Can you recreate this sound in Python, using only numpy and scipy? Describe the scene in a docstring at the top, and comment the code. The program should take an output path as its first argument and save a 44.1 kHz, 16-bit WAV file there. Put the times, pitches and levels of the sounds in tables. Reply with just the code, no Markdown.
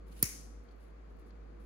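"""A carabiner hooked onto a ring, close to a stereo microphone in a small room. A low hum wavers throughout.
First fingers rub and the metal scuffs softly. At 0.19 s the gate slides over the ring, slips off and snaps
shut in a quick chatter of contacts, with a low thump. The spring and the room ring on for about half
a second; faint rubs, scuffs and nail catches follow."""
import sys
import numpy as np
from scipy import signal
from scipy.fft import rfft, irfft
from scipy.io import wavfile

SR = 44100
rng = np.random.default_rng(int(sys.argv[2]) if len(sys.argv) > 2 else 0)


def digitize_waveform(pressure):
    """Quantize a signal to 16-bit integers and store it at the path in sys.argv[1].

    Rows of a 2-D input are taken as channels; values are limited to [-1, 1].
    """
    field = np.atleast_2d(pressure).T
    bounded = np.clip(field, -1, 1)
    quanta = np.round(bounded * 32767).astype(np.int16)
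    wavfile.write(sys.argv[1], SR, quanta)


N = 72765
T = np.arange(N) / SR
F = np.maximum(np.fft.rfftfreq(N, 1 / SR), 1)
LEFT_LAG_S = .000186  # sound reaches the left side of the microphone later

# likeness of the two channels in diffuse sound: frequency_hz, correlation (-1 to 1)
CORRELATION = [(60, -0.25), (130, 1), (290, 0.63), (640, -0.44), (1400, 0.091), (6500, -0.34), (8500, 0.39),
               (10500, 1), (16000, 0.88)]
# room tone: frequency_hz, level_db, pan_db (left minus right)
AIR_COLOUR = [(21.99, -23.5, 1.5), (45, 9.5, 3.5), (69.36, -7, 2), (102.4, -5, -1), (129.8, -9, 2.5),
              (155, -2.5, 1), (279.4, -3.5, 0.5), (418, -7, 1.5), (704, -13.5, 3), (950, -19, 3.5),
              (1110, -16, 3.5), (2300, -26, 2), (2900, -33, 3), (3900, -37, 5), (4504, -35, 8.5),
              (5285, -42.5, 7), (6735, -42, 9), (7700, -46.5, 0), (11900, -53, -0.5), (16000, -54.5, -5.5)]
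# swell of the low end of the room tone: time_s, gain_db
RUMBLE_SWELL = [(0, 0), (.45, 0.5), (.6, -2), (.7, -5.5), (1.05, -4.5), (1.15, 1), (1.35, -1.5),
                (1.65, -0.5)]
# swell of the hum: time_s, level_db
HUM_SWELL = [(0, -49), (.2, -50), (.3, -52), (.36, -50.5), (.45, -49), (.61, -50), (.666, -57.5),
             (.734, -52), (1.1, -51.5), (1.32, -52), (1.45, -49.5), (1.65, -49.5)]
# room tail: frequency_hz, level_db, t60_s
ROOM_BANDS = [(200.2, -3, 0.47), (702, -11.5, 0.31), (1551, -10, .55), (2060, -2, 0.5), (2645, -8.5, 0.47),
              (3530, -17, 0.6), (4400, -7.5, 0.64), (6130, 3, .55), (7600, -4.5, 0.55), (10100, -0.5, 0.46),
              (11500, -2, 0.45), (13500, -6, .3), (15500, 0, .28), (16200, -27, .25)]
# early returns from nearby surfaces: delay_s, width_s, gain_db
EARLY_RETURNS = [(.0145, 0.0027, 4), (.0215, .003, -7.5), (.029, .0018, 4.5), (.055, 0.00317, -4)]
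# finger rubs: start_s, length_s, level_db
FINGER_RUBS = [(0.062, 0.43, -74), (0.111, 0.071, -72.5), (0.159, 0.38, -65), (0.626, 0.064, -85),
               (0.704, 0.036, -79), (0.795, 0.14, -76.5), (1.094, 0.052, -84), (1.183, 0.053, -76),
               (1.254, 0.059, -76), (1.592, 0.17, -78)]
# colour of rubbing skin: frequency_hz, level_db
SKIN_COLOUR = [(800, 2.5), (2500, 6.5), (4500, 4.5), (8000, 1), (11000, 6), (13000, 0.5), (15300, 0),
               (16300, -20)]
# nail catches: start_s, level_db
NAIL_CATCHES = [(.0825, -63), (.639, -75), (0.76, -74), (.782, -75), (1.167, -73), (1.194, -71)]
# colour of a nail catch: frequency_hz, level_db
NAIL_COLOUR = [(4000, -29), (9000, -18), (11700, 2), (13500, -5), (15500, -3), (16500, -27)]
# scuffs of metal on the ring: start_s, level_db, pan_db, decay_s
METAL_SCUFFS = [(.082, -68, 5, .003), (0.121, -64.5, 5, .007), (0.6866, -65, 3, 0.0059),
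                (0.707, -73.5, 3, 0.018), (1.305, -69.5, 17, 0.0054)]
# resonances of the scuffed metal: pitch_hz, width_hz, level_db
SCUFF_MODES = [(3140, 670, -1), (4400, 550, 5.5), (5360, 870, -13), (6500, 1000, -9)]
# modes of the gate spring: pitch_hz, level_db, t60_s
SPRING_MODES = [(1990, 0, .3), (2095, 1, .33), (2191, 10, .31), (2290, 6, .26), (4118, -9, .45),
                (5141, -2, .42), (5256, -2, .45), (5807, 2, .48), (5963, 3.5, .48), (6122, 1, .5),
                (6343, 4, .48), (6533, -1, .5), (6717, 3, .5), (8930, -1, .33), (9417, -2, .28),
                (10232, 3, .35), (10480, 2, .37), (11360, 4, .3), (11600, 8, .2), (12180, 3, .25)]
# modes of the gate and frame: pitch_hz, level_db, t60_s
GATE_MODES = [(1930, -28.5, .028), (2500, -28.5, .028), (4260, -20.5, .028), (4970, -18, .027),
              (5417, -17, .012), (5800, -23, .018), (7050, -22.3, .013), (7524, -18, .022),
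              (9170, -11.6, .02), (9535, -9.2, .017), (10986, -16.3, .013), (11589, -7.8, .012),
              (12096, -11, .013), (13386, -18.8, .0095), (15252, -14.2, .011)]
# blows of the gate on the nose: start_s, level_db
GATE_CONTACTS = [(.22612, -16.8), (.22729, -18.6), (.2277, -.3), (.22809, -13.8), (.228595, -11.2),
                 (.22917, -21), (.22951, -13), (.23038, -18.2)]
# colour of a bare contact: frequency_hz, level_db
CRACK_COLOUR = [(200, -32), (1000, -33), (2000, -30), (3400, -24.5), (5000, -8), (8000, -7), (11500, 4.5),
                (15500, -0.5), (16100, -27)]
# side to which the gate radiates: frequency_hz, pan_db
GATE_DIRECTION = [(1000, 2), (2400, 8.5), (4000, 3.5), (7000, -1.8), (9000, 4.5), (11000, -0.5)]

SNAP_S = .2277


def amp(db):
    """Decibels to gain."""
    return 10 ** (np.asarray(db) / 20)


def curve(rows, column=1):
    """One column of a table along the log-frequency axis."""
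    rows = np.array(rows, float)
    return np.interp(np.log(F), np.log(rows[:, 0]), rows[:, column])


def shape(x, gain):
    """Filter by a gain per frequency."""
    return irfft(rfft(x) * gain, N)


def unit(x):
    """Scale to rms 1."""
    return x / np.sqrt(np.mean(x ** 2))


def pan(db):
    """Channel gains for a left-minus-right level."""
    return amp(np.array([[1], [-1]]) * db / 2)


def delay(seconds):
    """Response of a pure delay."""
    return np.exp(-2j * np.pi * F * seconds)


def resonance(hz, width_hz):
    """Gain of one resonance."""
    return 1 / (1 + (2 * (F - hz) / width_hz) ** 2)


def minimum_phase(db):
    """Causal response with a given colour."""
    cepstrum = irfft(np.log(amp(db)), N)
    cepstrum[1:N // 2] *= 2
    cepstrum[N // 2:] = 0
    return np.exp(rfft(cepstrum))


def wander(rate_hz):
    """Smooth random drift with rms 1."""
    return unit(shape(rng.standard_normal(N), np.exp(-(F / rate_hz) ** 2)))


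def diffuse(gain):
    """Stereo noise of a given colour, rms 1; its treble arrives later on the left."""
    likeness = np.clip(curve(CORRELATION), -1, 1)
    mid, side = rng.standard_normal((2, N))
    mid = shape(mid, np.sqrt(1 + likeness))
    side = shape(side, np.sqrt(1 - likeness))
    lag = np.array([np.where(F > 2000, delay(LEFT_LAG_S), 1), np.ones(len(F))])
    return unit(shape(np.array([mid + side, mid - side]), gain * lag))


def since(start):
    """Time since a moment, zero before it."""
    return np.maximum(T - start, 0)


def struck(modes, start):
    """Decaying sines struck at one moment."""
    t = since(start)
    return sum(amp(db - 60 * t / t60) * np.sin(2 * np.pi * hz * t) for hz, db, t60 in modes)


def stroke(start, length_s, attack_s=.0086):
    """Quick rise and slow release of a rubbing movement."""
    t = since(start)
    return np.minimum(t / attack_s, 1) * np.cos(np.pi / 2 * np.minimum(t / length_s, 1))


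def touch(start, attack_s, decay_s):
    """Rounded onset and fade of a brief contact."""
    t = since(start)
    return (1 - np.exp(-t / attack_s)) * np.exp(-t / decay_s)


def wavering_tone(hz, depth, rate_hz):
    """A sine of rms 1 whose pitch drifts."""
    pitch_hz = hz * (1 + depth * wander(rate_hz))
    return np.sqrt(2) * np.sin(2 * np.pi * np.cumsum(pitch_hz) / SR)


def room_tone(rumble_top_hz=379.6):
    """The air of the room; its rumble eases for a moment."""
    air = amp(-56) * diffuse(amp(curve(AIR_COLOUR)) * pan(curve(AIR_COLOUR, column=2)))
    rumble = shape(air, 1 / (1 + (F / rumble_top_hz) ** 4))
    swell_db = np.interp(T, *np.array(RUMBLE_SWELL).T)
    return air - rumble + rumble * amp(swell_db)


def hum():
    """A low hum wavers in pitch and level."""
    tone = wavering_tone(hz=53.3, depth=.004, rate_hz=11)
    level_db = np.interp(T, *np.array(HUM_SWELL).T) + .5 * wander(13)
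    return tone * amp(level_db) * pan(-1)


def whine():
    """A faint whine wavers separately in each channel."""
    return np.array([wavering_tone(hz=473.5, depth=.008, rate_hz=10.85) * amp(-69.5 + 3 * wander(13))
                     for _ in range(2)])


def room_tail(build_s=.0014):
    """The snap dies away in the room, swelling and dipping with the first returns."""
    noise = diffuse(amp(curve(ROOM_BANDS)) * pan(4 * (1 - curve(CORRELATION))))
    t = since(SNAP_S)
    centres_hz, _, t60s = np.array(ROOM_BANDS).T
    bands = [np.interp(np.log(F), np.log(centres_hz), peak) for peak in np.eye(len(t60s))]
    tail = sum(shape(noise, band) * amp(-60 * t / t60) for band, t60 in zip(bands, t60s))
    returns_db = sum(db * np.exp(-((t - lag) / width) ** 2) for lag, width, db in EARLY_RETURNS)
    return amp(-36 + returns_db) * tail * (1 - np.exp(-t / build_s))


def scuffs():
    """Metal brushes the ring and stirs a few broad resonances."""
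    metal = diffuse(sum(amp(db) * resonance(hz, width) for hz, width, db in SCUFF_MODES))
    return metal * sum(amp(db) * pan(side) * touch(start, attack_s=.0008, decay_s=decay)
                       for start, db, side, decay in METAL_SCUFFS)


def nail_catches():
    """Nails catch in crisp little ticks."""
    envelope = sum(amp(db) * touch(start, attack_s=.00066, decay_s=.0028) for start, db in NAIL_CATCHES)
    return diffuse(amp(curve(NAIL_COLOUR))) * envelope


def friction():
    """Fingers rub, and the gate slides over the ring just before it slips; both hiss grainily."""
    envelope = sum(amp(db) * stroke(start, length) for start, length, db in FINGER_RUBS)
    rubs = diffuse(amp(curve(SKIN_COLOUR))) * envelope
    slide = amp(-55.5) * diffuse(resonance(hz=10680, width_hz=1400)) * stroke(.19, length_s=.02)
    grain = amp(1.5 * wander(250))
    return (rubs + slide) * grain


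def spring():
    """The jolted spring rings faintly."""
    ringing = np.array([struck(SPRING_MODES, SNAP_S + lag) for lag in (LEFT_LAG_S, 0)])
    return amp(-56.5) * pan(4) * ringing


def thump(start_s=.2283, right_lag_s=.0006, start_hz=656, fall_s=.0019, low_cut_hz=55):
    """The low recoil of the snap, dropping quickly in pitch."""
    starts = np.array([[start_s], [start_s + right_lag_s]])
    cycles = start_hz * fall_s * np.log1p(since(starts) / fall_s)
    swing = np.sin(2 * np.pi * cycles) * touch(starts, attack_s=.001, decay_s=.014)
    return amp(-25.5) * pan(4.5) * shape(swing, 1 / (1 + (low_cut_hz / F) ** 4))


def gate(scrape_decay_s=.0014, low_cut_hz=1150):
    """Close up, the gate chatters against the nose; each contact cracks, scrapes and rings the metal."""
    blows = irfft(sum(amp(db) * delay(start) for start, db in GATE_CONTACTS), N)
    crack = amp(6.5) * minimum_phase(curve(CRACK_COLOUR))
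    ringing = amp(-12) * rfft(struck(GATE_MODES, 0))
    scrape = amp(-29) * diffuse(amp(curve(CRACK_COLOUR))) * np.exp(-T / scrape_decay_s)
    arrival = np.array([delay(LEFT_LAG_S), delay(0)])
    radiation = pan(curve(GATE_DIRECTION)) / (1 + (low_cut_hz / F) ** 3)  # the gate's sound is thin below about 1 kHz
    return shape(blows, radiation * ((crack + ringing) * arrival + rfft(scrape)))


def scene():
    """At the microphone: the snap and the handling close by, the quiet room behind."""
    snap = gate() + spring() + thump() + room_tail()
    handling = scuffs() + nail_catches() + friction()
    background = hum() + whine() + room_tone()
    return snap + handling + background


def record(dry):
    """The recorder cuts the top treble."""
    top_hz = 16600
    return signal.sosfilt(signal.ellip(8, .2, 75, top_hz, fs=SR, output="sos"), dry)


dry = scene()
out = record(dry)
digitize_waveform(out)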